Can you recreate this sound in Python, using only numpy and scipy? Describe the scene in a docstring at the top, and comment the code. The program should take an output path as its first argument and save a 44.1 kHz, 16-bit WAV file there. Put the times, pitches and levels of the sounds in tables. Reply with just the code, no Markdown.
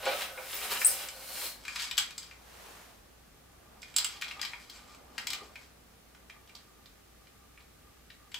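"""A small quiet room: gloved hands pull a plastic toy tank car out of a foam tray and turn it over.
The foam rasps and fizzes as its beads slip, and squeaks once loudly and twice faintly in regular slips.
Knocks and chattering loose wheel sets ring the shell's modes; fingertips thump the tank softly.
Gloves and sleeves rustle as coloured grains, which the hollow tank resonates. Room reflections follow
the near sounds; a faint hum and hiss lie below."""
import sys
import numpy as np
from scipy import signal
from scipy.fft import rfft, irfft
from scipy.io import wavfile

SR = 44100
rng = np.random.default_rng(int(sys.argv[2]) if len(sys.argv) > 2 else 0)


def level_to_linear(level):
    """Convert decibel levels to linear amplitude factors, elementwise."""
    exponent = np.asarray(level, float) / 20
    return 10 ** exponent


def wrap_up_sound(samples):
    """Save the sound to the file named by the first command line argument, as 16-bit audio."""
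    columns = np.atleast_2d(samples).T
    # keep every value between -1 and 1, then stretch to whole-number steps
    tamed = np.clip(columns, -1, 1)
    steps = np.round(tamed * 32767).astype(np.int16)
    wavfile.write(sys.argv[1], SR, steps)


N = 369999


def rms_one(x):
    """Scale to unit rms."""
    return x / np.sqrt(np.mean(x ** 2) + 1e-20)


def in_time(rows):
    """Columns of a curve at every sample, after a gate that fades in and out at its ends."""
    s, *columns = np.transpose(rows)
    t = np.arange(N) / SR
    gate = np.clip(np.minimum(t - s[0] + .01, s[-1] + .01 - t) / .01, 0, 1)
    return gate, *[np.interp(t, s, c) for c in columns]


def at_hz(points, hz):
    """Read a spectrum on a log-frequency axis."""
    return np.interp(np.log(hz), np.log(np.array(points)[:, 0]), np.array(points)[:, 1])


def colour(x, spectrum):
    """Give a flat sound a spectrum; rms 1."""
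    hz = np.maximum(np.fft.rfftfreq(x.shape[-1], 1 / SR), 1)
    return rms_one(irfft(rfft(x) * level_to_linear(at_hz(spectrum, hz)), x.shape[-1]))


def resonate(x, peaks):
    """Parallel resonances with alternating signs; rms 1."""
    out = 0
    for k, (hz, width_hz, db) in enumerate(peaks):
        r = np.exp(-np.pi * width_hz / SR)
        poles = [1, -2 * r * np.cos(2 * np.pi * hz / SR), r * r]
        out = out + (-1) ** k * level_to_linear(db) * signal.lfilter([1 - r * r, 0, r * r - 1], poles, x)
    return rms_one(out)


def ring(clicks, hz, t60):
    """A unit click sets a decaying sine of starting height 1 ringing."""
    r, w = level_to_linear(-60 / (t60 * SR)), 2 * np.pi * hz / SR
    return signal.lfilter([np.sin(w)], [1, -2 * r * np.cos(w), r * r], clicks + 1e-18)


def grains(per_s, spread_db):
    """Random clicks of either sign with a long tail of sizes."""
    size = level_to_linear(spread_db * np.minimum(rng.exponential(1, N), 4)) * rng.choice([-1, 1], N)
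    return size * (rng.random(N) < per_s / SR)


def pan(x, db):
    """Place between the ears by left-over-right level."""
    return x * level_to_linear(np.array([db / 2, -db / 2]).reshape(2, -1))


def wide(make, alike):
    """A spread source: a shared draw plus and minus another."""
    alike = np.clip(alike, 0, 1)
    shared = np.sqrt((1 + alike) / 2) * make()
    return shared + np.sqrt((1 - alike) / 2) * make() * [[1], [-1]]


def swells(s, db, rise_db_per_s, fall_db_per_s):
    """Power-summed gain of efforts that build to a peak and die away, each along straight dB slopes."""
    t, power = np.arange(0, N + 32, 32) / SR, 1e-20
    for peak_s, peak_db, rise in np.broadcast(s, db, rise_db_per_s):
        slope_db = np.maximum(rise * (peak_s - t), fall_db_per_s * (t - peak_s))
        power = power + level_to_linear(2 * (peak_db - slope_db))
    return np.interp(np.arange(N) / SR, t, np.sqrt(power))


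def drift(rate_hz):
    """Slow random wander with spread 1, drawn every 32 samples."""
    r = np.exp(-64 * np.pi * rate_hz / SR)
    slow = signal.lfilter([1], [1, -2 * r, r * r], rng.standard_normal(N // 32 + 1002))[1000:]
    return np.interp(np.arange(N) / 32, np.arange(len(slow)), rms_one(slow))


def floor():
    """Room tone and hiss, most alike in both ears in the bass, partly alike around 1.6 kHz and at the top,
    with a low hum of wavering pitch."""
    # room tone: f/Hz, level per Hz/dB
    tone = [(15, -35.5), (25, -14), (59, -10), (484, -16.5), (668, -24), (807, -25), (974, -35.5),
            (1140, -21.5), (2180, -24), (15600, -31.5)]
    # left-right likeness: f/Hz, correlation (negative counts as none)
    likeness = [(60, 0.99), (180, 0.63), (550, -0.72), (1650, 0.54), (4970, -0.44), (15000, 0.32)]
    tone_db, hum_db = -59.5, -66.5  # rms
    hum_hz, waver_hz = 58, 4.5
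    alike = np.clip(at_hz(likeness, np.maximum(np.fft.rfftfreq(N, 1 / SR), 1)), 0, 1)
    mid, side = rfft(rng.standard_normal((2, N)))
    hiss = irfft(np.sqrt(1 + alike) * mid + np.sqrt(1 - alike) * side * [[1], [-1]], N)
    waver = rms_one(signal.lfilter([1], [1, -np.exp(-2 * np.pi * 4.35 / SR)], rng.standard_normal(N)))
    hum = np.sqrt(2) * np.sin(2 * np.pi * np.cumsum(hum_hz + waver_hz * waver) / SR)
    return level_to_linear(tone_db) * colour(hiss, tone) + level_to_linear(hum_db) * hum


def drag():
    """Foam beads slip by the thousand: they shake the tray, rasp and fizz."""
    # tugs that drag the car along the foam: peak t/s, slide level/dB, pressure over slide/dB, build-up/dB per s
    tugs = [(0.0, -69, 13, 300), (0.066, -49.5, 15.5, 330), (0.13, -45, 9.5, 105), (0.223, -41, 5, 63),
            (0.57, -40.5, 1, 77.5), (0.645, -38, 2.5, 168), (0.72, -33.5, 4, 502), (0.812, -35, -2.5, 598),
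            (0.862, -47, -17, 60), (0.915, -33.5, -9.5, 88.5), (1.032, -42.5, 1.5, 42), (1.41, -42, -1, 63),
            (1.463, -38.5, -4, 59.5)]
    # jolts of the tray: peak t/s, level/dB
    jolts = [(0.0, -41.5), (0.062, -28.5), (0.124, -33), (0.298, -53.5), (0.38, -38.5), (0.644, -42.5),
             (0.912, -51)]
    # foam tray resonances: f/Hz, width/Hz, level/dB
    tray = [(542, 88, 10.5), (792, 113, 7), (1098, 77, 3), (1300, 47, 5.5), (1481, 50, 9)]
    # spectra of rasp and fizz: f/Hz, level per Hz/dB
    rasp_spectrum = [(710, -9), (1200, -3), (1510, -6), (1900, -3), (2030, -2.5), (3040, -1.5),
                     (4240, -5.5), (7000, -19.5), (9100, -57), (15400, -120)]
    fizz_spectrum = [(2940, -29.5), (5000, -1.5), (6310, -5), (8730, -1), (10600, -4), (12300, -2.5),
                     (15600, -2.5)]
    let_go_db_per_s = 196  # after each tug
    free_s, creep_db = 1.46, -55.5  # the slow slide between tugs lasts until the car comes free
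    tray_db, tray_follows = -53.5, 0.17  # the tray's steady shaking, and how far it follows the pressure
    catch_db, catch_hz = 2.5, 36  # the slide catches and lets go

    s, db, press_db, rise = np.transpose(tugs)
    creep = swells(free_s, creep_db, 0, let_go_db_per_s)
    slide = np.hypot(creep, swells(s, db, rise, let_go_db_per_s))
    press = np.hypot(creep, swells(s, db + press_db, rise, let_go_db_per_s))
    held = creep / level_to_linear(creep_db) * level_to_linear(tray_db) * (press / level_to_linear(-53)) ** tray_follows
    shake = np.hypot(held, swells(*np.transpose(jolts), 700.5, 285))

    body_gain = shake * level_to_linear(catch_db * drift(catch_hz) - 4)
    body = body_gain * wide(lambda: resonate(grains(2500, 3.23), tray), .9)
    rasp_gain = press * level_to_linear(catch_db * drift(catch_hz) - 5.5)
    rasp = rasp_gain * wide(lambda: colour(grains(4000, 2.7), rasp_spectrum), 1.0)
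    fizz = slide * level_to_linear(1.0) * wide(lambda: colour(grains(12000, 3.5), fizz_spectrum), .4)

    # a thin squeal joins the end of the pull
    squeal_peak = [(4283, 490, 0)]  # f/Hz, width/Hz, level/dB
    late = slide * swells(1.07, -10, 521, 0)
    squeal = late * resonate(resonate(grains(3000, 6.1), squeal_peak), squeal_peak)
    rub = pan(body, -1.9) + rasp + pan(fizz, 1.5) + squeal
    # light foam has no bass
    return signal.sosfilt(signal.butter(3, 280, "high", fs=SR, output="sos"), rub)


def car():
    """Each knock is a few ms of tiny contacts; they and the wheel chatter drive every mode by chance."""
    # knocks on the car: t/s, drive level/dB, weight on the shell/dB, hardness/dB
    knocks = [(0.0534, -31.5, 3, 1), (0.3757, -54, 22, -8), (0.8144, -36, 16, 0.5), (1.0852, -31.5, -6, -3),
              (1.651, -37.5, 2, -3), (1.6796, -36, 6, 4), (1.758, -25, -3.5, -8.5), (1.7952, -22, -18, -16),
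              (1.9111, -23, -11, -10), (1.9693, -29, -18, -1), (1.9777, -11.5, -12, -7),
              (1.9824, -27, -12, 13.5), (2.1065, -34.5, -5.5, -4), (2.179, -30, -19.5, 2.5),
              (2.2275, -34.5, -17, -9), (2.31, -46.5, 6.5, -7), (3.818, -40.5, -24, 1),
              (3.829, -40.5, -0.5, -1), (3.881, -51.5, 0.5, -10), (3.940, -45, 2.5, -3),
              (3.9628, -17, -27, 3), (3.9829, -14, -26, -2.5), (4.044, -19.5, -10, 2.5),
              (4.168, -37.5, -9, -13), (4.2122, -29.5, -8, -4), (4.22, -24.5, -4.5, -16),
              (4.2416, -32, -9, -11), (4.2805, -28.5, -11, -25), (4.3097, -29.5, -6, -28),
              (4.3934, -36, -3, -12), (4.4138, -25, -11, -1.5), (4.4274, -29, -1, -4),
              (4.4488, -22, -18, -18), (4.5327, -40.5, 8, -16), (4.6969, -31.5, -22, -9),
              (4.946, -47.5, -2.5, -2), (5.1797, -23, -4, -10.5), (5.2692, -21, -14, -6),
              (5.3024, -21, -23, -6), (5.3313, -23, -9.5, -3), (5.3564, -55, -12, -26),
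              (5.5553, -40.5, 4, -9), (6.1473, -52.5, 3, -0.5), (6.297, -44.5, 4, -5),
              (6.4737, -45, -15, -15), (6.493, -45.5, -4.5, -11), (6.5505, -32, -33, -13),
              (6.8575, -41, -12, -18), (7.2694, -52.5, -3, -17), (7.5742, -60.5, 15, -8),
              (7.6045, -47, -8, -22), (8.101, -38, -5.5, -28), (8.3165, -43, -2.5, -3),
              (8.3423, -24, -10, -12)]
    # loose wheels chatter when the car is shaken: peak t/s, drive level/dB
    shakes = [(1.71, -43), (1.831, -32), (2.04, -51), (2.23, -48), (2.31, -55), (3.899, -53.5), (4.13, -44),
              (4.32, -48.5), (4.5, -49), (4.62, -52), (4.761, -47.5), (4.919, -52), (5.222, -50),
              (5.45, -55), (5.62, -54)]
    # clearest modes of shell, frame and wheels: f/Hz, level/dB, t60/s
    clear_modes = [(1153, -28, .05), (1442, -10, .025), (2400, 2, 0.022), (3267, -3.5, 0.014),
                   (4500, -7, .025), (4890, -1, 0.011), (5470, -5, .011), (6340, -12, 0.012),
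                   (7620, 4, 0.011), (9590, -13, 0.01)]
    # the many lesser modes: f/Hz, level/dB
    small_parts = [(1000, -15), (2000, 0), (4000, -2), (8000, -4), (15500, 6.5)]
    # left-right balance of the knocks and chatter over time: t/s, left over right level/dB
    balance = [(1.6, 2.5), (1.98, 5), (2.71, 0), (4.0, -4), (4.4, 6.5), (4.89, 0.0), (5.19, 5),
               (6.87, -7.5), (8.39, 5.5)]
    shell_droop_db = -5.5  # the shell's lowest modes take less of a blow
    chatter_low_db = -8  # chatter reaches the low modes less
    chatter_evens = .6  # light touches favour no mode strongly
    build_ms, contact_ms = 1, 3.65

    s, drive_db, low_db, high_db = np.transpose(knocks)
    top_db = -10.5 + .5 * high_db  # the top modes follow hardness
    at, out = (s * SR).astype(int), np.zeros(N)
    shaken = swells(*np.transpose(shakes), 138, 211)
    settling = swells(s, drive_db - 22.5, 9370, 150.5)  # each knock also sets the wheels chattering
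    chatter = np.hypot(shaken, settling) * rms_one(grains(2200, 2.6))

    small_hz = np.geomspace(1000, 15500, num=36) * rng.uniform(.97, 1.03, 36)
    small_modes = [(hz, at_hz(small_parts, hz), 28 / hz) for hz in small_hz]  # t60 of 28 cycles

    after = np.arange(int(.04 * SR))
    after_ms = after * 1000 / SR
    where = np.minimum(at[:, None] + after, N - 1).ravel()
    fade = np.exp(-after_ms / contact_ms) * (1 - np.exp(-after_ms / build_ms))

    for hz, db, t60 in clear_modes + small_modes:
        tilt_db = []
        for low, high, top in zip(low_db, high_db, top_db):
            tilt = [(1200, low + shell_droop_db), (2300, low), (4000, 0.002), (7400, high), (11500, top)]
            tilt_db.append(at_hz(tilt, hz))
        spot_db = 2.5 * rng.standard_normal(len(at))  # each blow lands on another spot
        blow = level_to_linear(drive_db + np.array(tilt_db) + spot_db - 22)
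        contact = np.bincount(where, (blow[:, None] * fade).ravel(), N)
        share = np.clip(np.log2(hz / 2000), 0, 1)
        dull_db = -6.0 * max(np.log2(hz / 6000), 0)  # light touches hardly reach the top modes
        touches = chatter * level_to_linear((1 - share) * chatter_low_db + dull_db - chatter_evens * db - 29.5)
        out += level_to_linear(db) * ring((contact + touches) * rng.standard_normal(N), hz, t60)
    # too small to radiate bass
    out = signal.sosfilt(signal.butter(4, 794, "high", fs=SR, output="sos"), out)
    return pan(out, in_time(balance)[1])


def squeaks():
    """Regular slips whose rate sags and climbs again: a tone, its octave, and an unsteady, fluttering grip."""
    # stick-slip squeaks on foam: start t/s, length/s, lowest slip rate f/Hz, level/dB, bend of the rate
    slips = [(.8465, .0285, 8000, -14.5, 3.6), (.543, .018, 15100, -36, .05), (.710, .034, 12500, -39, .02)]
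    lowest_at, sag_shape = .3, 2.6  # share of the length; flatness of the sag
    flutter_s, flutter_db = 0.0075, 9
    rise_s, fall_s = .001, .005
    out = np.zeros(N)
    for s, length, low_hz, db, bend in slips:
        t = np.arange(int(length * SR)) / SR
        hz = low_hz * (1 + bend * np.abs(t / length - lowest_at) ** sag_shape)
        shape = np.minimum(np.minimum(t / rise_s, (length - t) / fall_s), 1) ** 2
        dip_db = flutter_db * np.cos(np.pi * t / flutter_s) ** 4 * (2 * t > flutter_s)
        shape = shape * level_to_linear(db - dip_db)
        wobble = rms_one(signal.lfilter([1], [1, -.9], rng.standard_normal(2000)))[:len(t)]
        phase = 2 * np.pi * np.cumsum(hz * (1 + .025 * wobble)) / SR  # unsteady slip rate
        octave = level_to_linear(-6.5) * np.sin(2 * phase) * (2 * hz < .45 * SR)
        out[int(s * SR):][:len(t)] += shape * (np.sin(phase) + octave)
    return pan(out, 5.8)


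def thumps():
    """Soft pads excite one short low mode."""
    # fingertips on the tank: t/s, drive level/dB, mode f/Hz
    taps = [(0.648, -45, 530.5), (5.418, -41, 440)]
    out = np.zeros(N)
    for s, db, hz in taps:
        push = np.zeros(N)
        push[int(s * SR)] = level_to_linear(db)
        out += ring(ring(push, hz, 0.015), hz, 0.015) * level_to_linear(-29.5)  # ringing twice softens the onset
    return pan(out, 0.0)


def hands():
    """Cloth rubs softly; the gripped tank lifts two narrow bands out of the rub."""
    # gloves and sleeves moving: t/s, movement level/dB, grip on the tank level/dB
    moves = [(1.55, -60, -82), (1.89, -62, -64), (2.29, -64.5, -80), (3.21, -67.5, -79), (3.5, -67, -75.5),
             (3.72, -60.5, -77), (3.9, -63, -77), (4.18, -61.5, -60.5), (4.37, -58.5, -55),
             (4.6, -64.5, -67.5), (5.13, -59, -64), (5.38, -57, -57), (5.72, -66.5, -79), (6.1, -67.5, -76),
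             (6.33, -65, -67.5), (6.94, -69.5, -73), (8.39, -70.5, -72.5)]
    # cloth spectrum: f/Hz, level per Hz/dB
    cloth_spectrum = [(88, -20), (150, -15.5), (314, -23), (346, -11.5), (426, -7), (556, -8), (698, -5),
                      (1020, -7), (14000, -21)]
    # air in the hollow tank: f/Hz, width/Hz, level/dB
    tank_air = [(791, 72, 4.5), (1198, 97, 7)]
    rumble_mean_db, rumble_follows = -71, 0.96  # sleeve rumble at mean movement
    sweep_s, sweep_db, sweep_width_s = 2.68, -51, 0.18  # a sleeve sweeps away
    gate, cloth_db, tank_db = in_time(moves)
    rumble_db = rumble_mean_db + rumble_follows * (cloth_db - cloth_db.mean())
    sweep = level_to_linear(sweep_db) * np.exp(-.5 * ((np.arange(N) / SR - sweep_s) / sweep_width_s) ** 2)
    dull = signal.butter(2, 1100, fs=SR, output="sos")
    cloth = wide(lambda: rms_one(signal.sosfilt(dull, colour(grains(2500, 2.6), cloth_spectrum))), 0.057)
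    swish = wide(lambda: colour(grains(6000, 1.3), cloth_spectrum), 0.37)
    tank = resonate(resonate(grains(650, 3.5), tank_air), tank_air)
    rumble = wide(lambda: resonate(grains(1500, 1.7), [(231, 75, 0)]), 0.99)
    grip = level_to_linear(tank_db + 3.5 * drift(6.8))  # the grip on the tank is restless
    moving = level_to_linear(cloth_db) * cloth + level_to_linear(rumble_db) * rumble + grip * tank
    return gate * moving + sweep * swish


def room(x):
    """Dense reflections: noise that dies faster in the top treble, largely its own in each ear."""
    # decay of the room: f/Hz, t60/s
    decay = [(300, 0.22), (2000, 0.32), (8000, 0.18), (15000, 0.18)]
    t, tail = np.arange(int(.6 * SR)) / SR, 0
    edges = 150 * 2 ** np.arange(0, 7.5, 1)
    for low, high in zip(edges, edges[1:]):
        octave = signal.butter(2, [low, high], "band", fs=SR, output="sos")
        band = signal.sosfilt(octave, rng.standard_normal((2, len(t))))
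        tail = tail + band * level_to_linear(-60 * t / at_hz(decay, np.sqrt(low * high)))
    # long waves reach both ears alike
    tail = tail + 0.48 * signal.lfilter([.2], [1, -.8], tail[::-1])
    tail = tail * np.clip((t - .003) / 0.002, 0, 1)
    tail = tail / np.sqrt(np.sum(tail ** 2, axis=1, keepdims=True))
    return level_to_linear(-2.5) * signal.fftconvolve(x.mean(axis=0, keepdims=True), tail, axes=1)[:, :N]


def scene():
    """Near sounds, their reflections, the rustling hands and the floor."""
    near = drag() + car() + squeaks() + thumps()
    return near + room(near) + hands() + floor()


def low_pass(x):
    """Removes everything above the highest recorded frequency."""
    return signal.sosfilt(signal.butter(12, 16960, fs=SR, output="sos"), x)


def record(dry):
    """A steep low-pass takes off the top, 60 dB down from 16.5 kHz."""
    cut = signal.sosfilt(signal.cheby2(12, 60, 16500, fs=SR, output="sos"), dry)
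    return low_pass(cut)


dry = scene()
out = record(dry)
wrap_up_sound(out)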